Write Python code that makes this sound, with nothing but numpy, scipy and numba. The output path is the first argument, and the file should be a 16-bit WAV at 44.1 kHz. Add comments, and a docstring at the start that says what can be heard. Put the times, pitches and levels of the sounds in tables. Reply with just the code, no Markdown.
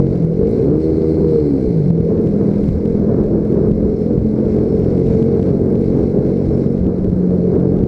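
"""A single-cylinder motorcycle in a walled underpass, heard by a helmet camera in a closed housing.
The firing rate sags, then the rider blips the throttle with the clutch in: 41 to 80 Hz by 0.8 s, held to 1.25 s,
back to 41 Hz by 1.9 s. He rides on at 40-46 Hz to the end. Exhaust harmonics ring the pipe and return from the walls.
Shaped noise makes faint valve gear, whine and roar throughout; strong low gusts crowd in from 2.6 s. Pulses make
the buffets and the camera's ticks; a fast level control ducks at each overload."""
import sys
import numpy as np
from scipy import signal
from scipy.fft import rfft, irfft
from scipy.io import wavfile
from scipy.ndimage import uniform_filter1d
from numba import njit

SR = 44100
rng = np.random.default_rng(int(sys.argv[2]) if len(sys.argv) > 2 else 0)


def wav_out(sig):
    """Save sig, one row per channel (or a flat mono array), as 16-bit PCM at SR to the path in sys.argv[1]."""
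    wavfile.write(sys.argv[1], SR, np.round(np.clip(np.atleast_2d(sig).T, -1, 1) * 32767).astype(np.int16))


N = 347067


def undb(db):
    """Decibels to amplitude ratio."""
    return 10 ** (np.asarray(db) / 20)


def level(x, rms_db):
    """Scale to an RMS level."""
    return x * undb(rms_db) / np.sqrt(np.mean(x ** 2))


def curves(table):
    """Columns of a table joined by straight lines in time."""
    time_s, *columns = np.transpose(table)
    return [np.interp(np.arange(N) / SR, time_s, column) for column in columns]


def colour(x, points, size=8192):
    """Causal minimum-phase filter through (freq_hz, gain_db) points, built by folding the cepstrum."""
    freq_hz, gain_db = np.transpose(points)
    grid_hz = np.arange(size // 2 + 1) * SR / size + 1
    grid_db = np.interp(np.log(grid_hz), np.log(freq_hz), gain_db)
    cepstrum = irfft(np.log(undb(grid_db)))
    cepstrum[1:size // 2] *= 2
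    cepstrum[size // 2 + 1:] = 0
    impulse = irfft(np.exp(rfft(cepstrum)))
    return signal.fftconvolve(x, impulse)[:N]


def ring(x, hz, width_hz):
    """One resonance, gain 1 at its centre."""
    return signal.lfilter(*signal.iirpeak(hz, hz / width_hz, SR), x)


def noise():
    """White noise, RMS near 1."""
    return rng.standard_normal(N)


def walk(rate_hz):
    """Random levels held 1 / rate_hz and slewed twice; spread near 1."""
    hold = int(SR / rate_hz)
    steps = np.repeat(rng.standard_normal(N // hold + 1), hold)
    return 1.824 * uniform_filter1d(uniform_filter1d(steps, hold), hold)[:N]


def ticks():
    """Camera ticks: sudden steps that relax at once and ring briefly near 2.8 kHz; faint ones fall at random."""
    # clearest ticks, most at loud peaks: start_s, peak_db (in the band around the knock)
    clear_ticks = [(0.0697, -43), (0.158, -44), (0.2274, -45), (0.251, -47), (0.3385, -48), (0.3943, -48),
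                   (0.4329, -50), (0.4483, -50), (0.473, -44), (0.5882, -50), (0.6267, -47), (0.6428, -48),
                   (0.6857, -48), (0.7124, -47), (0.8031, -48), (0.819, -48), (0.8427, -48), (0.8928, -48),
                   (0.9051, -47), (1.0195, -46), (1.1446, -44), (1.209, -47), (1.246, -48), (1.2892, -44),
                   (1.2993, -49), (1.3137, -48), (1.3514, -47), (1.3771, -47), (1.4021, -47), (1.6093, -49),
                   (1.7059, -49), (1.7819, -47), (1.8027, -50), (1.8621, -48), (1.9045, -43), (1.9826, -49),
                   (2.0077, -46), (2.089, -47), (2.1567, -49), (2.1781, -45), (2.1922, -48), (2.2731, -40),
                   (2.3229, -50), (2.5194, -47), (2.5422, -45), (2.6415, -41), (2.6722, -50), (2.6895, -40),
                   (2.6975, -48), (2.809, -49), (2.8573, -39), (3.1886, -50), (3.2398, -49), (3.4556, -49),
                   (3.5265, -43), (3.5513, -48), (3.7166, -41), (4.0205, -48), (4.0673, -47), (4.1344, -49),
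                   (4.1837, -46), (4.1928, -49), (4.389, -47), (4.4035, -47), (4.4559, -47), (4.5288, -48),
                   (4.5644, -44), (4.5892, -45), (4.6879, -48), (4.7799, -49), (4.8017, -48), (4.8245, -45),
                   (4.8466, -43), (4.9149, -48), (4.9803, -41), (5.0016, -47), (5.0296, -49), (5.0705, -42),
                   (5.1158, -45), (5.138, -42), (5.227, -37), (5.32, -50), (5.3478, -46), (5.4007, -44),
                   (5.4295, -37), (5.4716, -46), (5.4925, -44), (5.511, -48), (5.7559, -41), (5.8256, -48),
                   (5.8441, -46), (5.9538, -48), (5.9741, -43), (5.9977, -47), (6.0385, -49), (6.1911, -44),
                   (6.2643, -45), (6.3723, -46), (6.4569, -47), (6.5312, -49), (6.5807, -46), (6.6255, -50),
                   (6.6673, -44), (6.7784, -46), (6.7981, -49), (6.8457, -47), (6.8663, -42), (6.983, -49),
                   (6.9987, -49), (7.0449, -42), (7.1005, -49), (7.133, -46), (7.3086, -47), (7.3514, -50),
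                   (7.4382, -49), (7.5553, -46), (7.6008, -47), (7.7698, -46), (7.791, -44), (7.8396, -42)]
    faint_count, faint_min_db, faint_max_db = 110, -61.5, -55.5
    decay_s, knock_hz, knock_width_hz, edge_share = 0.00025, 2800, 3200, 0.45
    band_hz = 1500  # width of each of two resonances in which peaks are given

    hits = np.zeros(N)
    start_s, peak_db = np.transpose(clear_ticks)
    hits[(start_s * SR).astype(int)] = undb(peak_db) * rng.choice([-1, 1], len(start_s))
    faint_at = (rng.random(faint_count) * N).astype(int)
    hits[faint_at] += undb(rng.uniform(faint_min_db, faint_max_db, faint_count))

    t = np.arange(-100, 100) / SR
    step = np.sign(t) * np.exp(-abs(t) / decay_s)
    knock = ring(step, knock_hz, knock_width_hz) + edge_share * step
    core = ring(ring(knock, knock_hz, band_hz), knock_hz, band_hz)
    return np.convolve(hits, knock / abs(core).max(), "same")


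def wind():
    """Low gusts and a flickering roar of coloured noise, and sudden buffets that push on the housing."""
    # low wind spectrum: freq_hz, relative_db
    gust_colour = [(7.1, -36), (12, -4), (75, 6), (110, -1.5), (140, -39), (240, -120)]
    # wind and tyres between the walls, spectrum: freq_hz, relative_db
    roar_colour = [(24, -37.5), (40, -16), (81, -6.5), (162, -2.5), (197, 0), (266, -5), (429, -1),
                   (465, -6), (799, -29.5), (1640, -43.5), (1800, -48), (2340, -85), (3960, -120)]
    # roar in time: time_s, rms_db
    roar_curve = [(0.0, -19), (0.2, -15.5), (0.45, -16.5), (0.7, -13), (1.1, -14.5), (1.5, -15.5),
                  (1.85, -18.5), (2.2, -13.5), (2.54, -11.5), (2.85, -17), (3.12, -12), (3.4, -10.5),
                  (3.62, -13.5), (3.9, -14.5), (4.25, -16.5), (4.6, -14), (5.1, -14), (5.6, -13.5),
                  (6.05, -13), (6.6, -14), (6.8, -15), (7.25, -14), (7.87, -11)]
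    # strong low gusts: crest_s, rms_db at the crest, added to the steady wind
    strong_gusts = [(0.0, -20), (2.62, -21), (2.72, -17), (2.92, -19), (3.22, -20), (3.4, -23), (3.62, -20),
                    (3.73, -15), (3.85, -21), (4.2, -18), (4.5, -24), (4.82, -22), (5.12, -20), (6.03, -20),
                    (6.52, -19), (6.83, -21), (7.04, -19), (7.13, -18), (7.8, -17)]
    # buffets: crest_s, push_db
    buffets = [(0.249, 0), (0.394, 1.5), (1.907, 3), (2.005, 3), (2.272, -1), (2.69, 4), (2.858, -3),
               (3.527, -3), (3.718, 4), (4.183, 1), (4.296, -5), (4.589, -1), (5.137, -1), (5.227, -1),
               (5.428, 0), (5.515, 2), (5.756, -5), (6.193, 0), (6.264, -8), (6.667, 2), (6.866, -3),
               (7.044, -4.5), (7.131, 3), (7.789, -4), (7.839, 3)]
    steady_db, flicker_db, swell_s = -32, 4, 0.054  # swell_s: half length to 1/e
    buffet_hz = 173

    t = np.arange(N) / SR
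    swells = sum(undb(db) * np.exp(-((t - crest_s) / swell_s) ** 2) for crest_s, db in strong_gusts)
    steady = undb(steady_db + flicker_db * walk(30.0))
    gusts = level(colour(noise(), gust_colour), 0) * (steady + swells)

    flickering = noise() * undb(1.4 * walk(25.0))
    roar = level(colour(flickering, roar_colour), 0) * undb(curves(roar_curve)[0])

    pushes = np.zeros(N)
    crest_s, push_db = np.transpose(buffets)
    pushes[(crest_s * SR).astype(int)] = undb(push_db)
    cycles = np.arange(-600, 600) / SR * buffet_hz
    # one crest of pressure between two shallow troughs
    buffet = np.cos(2 * np.pi * cycles) * np.exp(-(cycles / 0.5) ** 2)
    return gusts + roar + signal.fftconvolve(pushes, buffet, "same")


def rattle(turns):
    """Valve gear hiss bursting and tapping at each firing, ringing covers, and a thin gear whine."""
    # mechanical noise in time: time_s, rattle_db, whine_db, covers_lift_db
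    rattle_curve = [(0.0, -49.5, -81, 2), (0.3, -52.5, -84, -6), (0.5, -49.5, -81, 4.5),
                    (0.85, -52, -76, 11), (1.05, -52.5, -75.5, 12), (1.17, -52, -72, 13),
                    (1.3, -49.5, -70, 15), (1.45, -54.5, -70, 17.5), (1.6, -52.5, -77, 10.5),
                    (1.85, -50.5, -73, 9), (1.95, -52.5, -71.5, -2), (2.6, -49, -72.5, -1.5),
                    (3.0, -52, -70.5, -2), (3.8, -53, -73, 0), (4.02, -50, -62, 2), (4.2, -53, -73, -1),
                    (4.8, -50, -61, 0.5), (5.1, -48, -68, -4), (5.6, -50.5, -78.5, -2),
                    (6.0, -47.5, -69, -2), (6.25, -51.5, -71.5, 0.5), (6.55, -50, -63, -1),
                    (6.75, -52.5, -65, 1), (6.95, -54.5, -82, 1), (7.87, -51, -74, 1)]
    # what the housing passes above the bass: freq_hz, relative_db
    housing = [(530, -26.5), (900, -7.5), (1140, -21), (1540, -6), (1820, -14), (2090, -4), (2950, -21.5),
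               (3440, -19.5), (4260, -12), (4600, -16), (5410, -16.5), (6790, -24.5), (8070, -24),
               (8890, -33), (11900, -35.5), (15500, -66.5), (22000, -120)]
    # ringing engine covers: freq_hz, width_hz, level_db (re hiss, before the lift)
    cover_rings = [(2060, 80, -22), (2270, 100, -21), (4050, 100, -23), (4310, 110, -18), (4850, 600, -21),
                   (8050, 400, -29), (11300, 1200, -36)]
    tap_hz, tap_width_hz, tap_db, tap_decay_cycles = 9500, 11000, -19.5, 0.061  # tap_db re hiss
    whine_hz, whine_width_hz = 5310, 45

    rattle_db, whine_db, covers_lift_db = curves(rattle_curve)
    cycle = turns % 1
    beat = (1 + 1.1 * np.exp(-cycle / 0.06)) * undb(0.9 * walk(15.0))
    hiss = level(colour(noise() * beat, housing), 0)
    covers = sum(level(ring(noise() * beat, hz, width_hz), db) for hz, width_hz, db in cover_rings)
    covers = covers * undb(covers_lift_db)

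    taps = noise() * np.exp(-cycle / tap_decay_cycles) * undb(3.0 * walk(27.0))
    taps = ring(ring(taps, tap_hz, tap_width_hz), tap_hz, tap_width_hz)
    taps = level(taps, tap_db)

    whine = level(ring(noise(), whine_hz, whine_width_hz), 0)
    return (hiss + covers + taps) * undb(rattle_db) + whine * undb(whine_db)


@njit
def walls(x, lags, gain, damp):
    """Wall echoes: eight delay lines that feed each other, duller on every round."""
    line, soft, out = np.zeros((8, 8192)), np.zeros(8), np.zeros(len(x))
    for i in range(len(x)):
        total = 0.
        for k in range(8):
            soft[k] += (1 - damp) * (gain[k] * line[k, (i - lags[k]) & 8191] - soft[k])
            total += soft[k]
        out[i] = total
        for k in range(8):
            line[k, i & 8191] = x[i] + soft[k] - total / 4
    return out


def exhaust(turns, firing_hz, pipe_db, boom_hz, boom_db, upper_db):
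    """Pipe harmonics of the firing rate, in step to form one pulse a cycle; no two firings are alike."""
    # pipe response: freq_hz, gain_db
    pipe = [(30, -17), (50, -13), (80, -5.5), (130, 0), (175, -0.5), (250, -6.5), (300, -2), (350, -7),
            (400, -5), (450, 2), (500, -7), (560, -17.5), (640, -23.5), (800, -30.5), (1000, -46.5)]
    # the crank turns twice per firing and shakes more with revs; harmonic: db_per_octave above cruising
    shake = {1: 3, 2: 2, 3: -3, 4: 6, 5: 4, 6: 3}
    cruise_hz = 44
    boom_width_hz, upper_hz, upper_width_hz = 30, 433, 68  # half widths to 1/e of the dB lift

    pipe_freq_hz, pipe_gain_db = np.transpose(pipe)
    size = undb(1.3 * rng.standard_normal(N // 400))[turns.astype(int)]
    size = uniform_filter1d(size, SR // 200)
    wobble = turns + 0.004 * walk(25.0)
    pulses = 0
    for k in range(1, 19):
        hz = k * firing_hz
        db = pipe_db + np.interp(np.log(hz), np.log(pipe_freq_hz), pipe_gain_db)
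        db += 1.9 * min(k / 8, 1) * walk(12.0)
        db += shake.get(k, 0) * np.log2(firing_hz / cruise_hz)
        # one low region booms between the walls and moves with revs and load
        db += boom_db * np.exp(-((hz - boom_hz) / boom_width_hz) ** 2)
        db += upper_db * np.exp(-((hz - upper_hz) / upper_width_hz) ** 2)
        # the pipe delays upper harmonics, drawing the pulse out; shifting echoes scramble them most
        delay_rad = (0.14 + 0.01 * walk(20.0)) * k * k
        pulses = pulses + undb(db) * np.sqrt(2) * np.cos(2 * np.pi * k * wobble - delay_rad)
    return pulses * size


@njit
def ducker(x, ceiling, down, up):
    """Pulls the gain down fast while the output is over the ceiling, then lets it creep back to full."""
    y, gain = np.empty(len(x)), 1.
    for i in range(len(x)):
        gain = gain * down if abs(x[i] * gain) > ceiling else min(gain * up, 1.)
        y[i] = x[i] * gain
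    return y


def scene():
    """Engine with its wall echoes, mechanical rattle and wind."""
    # engine: time_s, firing_hz, pipe_db, boom_hz, boom_lift_db, upper_lift_db (lift of the harmonics near 433
    # Hz)
    engine_curve = [(0.0, 47.5, -9.5, 155, 5, -5.5), (0.13, 44.7, -25, 155, 8.5, -8),
                    (0.23, 41.32, -23, 166, 15.5, -3.5), (0.31, 40.79, -26.5, 169, 13, -1),
                    (0.4, 45.3, -21, 200, 4.5, 6.5), (0.52, 55.4, -19.5, 222, 3.5, 3),
                    (0.63, 66.24, -21, 266, 6, 9), (0.79, 79.46, -21.5, 316, 5.5, -1),
                    (1.25, 79.73, -19.5, 311, -2.5, 3), (1.36, 77.47, -20, 308, -4, 6.5),
                    (1.5, 70.9, -21, 293, 12.5, -5.5), (1.67, 61.64, -20.5, 185, 6, 5.5),
                    (1.8, 51.33, -23, 163, 14, -1), (1.92, 40.91, -23, 163, 15.5, -2.5),
                    (2.15, 42.93, -24, 203.1, 11, 4), (2.3, 40.3, -23.5, 194.9, 11.5, -3.5),
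                    (3.15, 41.83, -23, 210, 10, -3.5), (4.43, 43.59, -22, 219.6, 10.5, -1),
                    (5.04, 44.78, -18, 225.9, 5.5, -2), (5.4, 45.17, -20, 219.2, 5, -1.5),
                    (6.07, 45.9, -20, 223.7, 7, 0), (6.4, 46.41, -21, 223.4, 6.5, 2.5),
                    (6.72, 46.42, -22.5, 226.3, 11.5, -5.5), (6.84, 45.6, -22.5, 183, 9.5, -4.5),
                    (7.05, 45.78, -30, 178, 12.5, -2), (7.36, 44.63, -21.5, 178.3, 9, -7),
                    (7.87, 45.29, -19.5, 179.3, 3.5, -7)]
    wall_t60_s, wall_damp, wall_db = 0.86, 0.86, -24  # t60 before damping

    firing_hz, *controls = curves(engine_curve)
    turns = np.cumsum(firing_hz) / SR  # firing cycles
    engine = exhaust(turns, firing_hz, *controls)
    lags = rng.integers(700, 4000, 8)
    echo = walls(engine, lags, undb(-60 * lags / SR / wall_t60_s), wall_damp)
    return (engine + undb(wall_db) * echo + rattle(turns) + wind())[None]


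def record(dry):
    """Camera: peaks duck, overshoots are rounded, deepest bass is cut, ticks join, the top is cut."""
    ceiling, duck_db_s, recover_db_s, full_scale = 0.78, 2000.0, 110.0, 1.25
    low_cut_hz, top_hz, output_db = 14, 12300, -3.5

    held = ducker(dry[0], ceiling, float(undb(-duck_db_s / SR)), float(undb(recover_db_s / SR)))
    held = held / (1 + (held / full_scale) ** 8) ** (1 / 8)
    low_cut = signal.butter(1, low_cut_hz, "high", fs=SR, output="sos")
    held = signal.sosfilt(low_cut, held)
    top_cut = signal.ellip(8, 0.2, 70, top_hz, fs=SR, output="sos")
    return signal.sosfilt(top_cut, held * undb(output_db) + ticks())[None]


dry = scene()
out = record(dry)
wav_out(out)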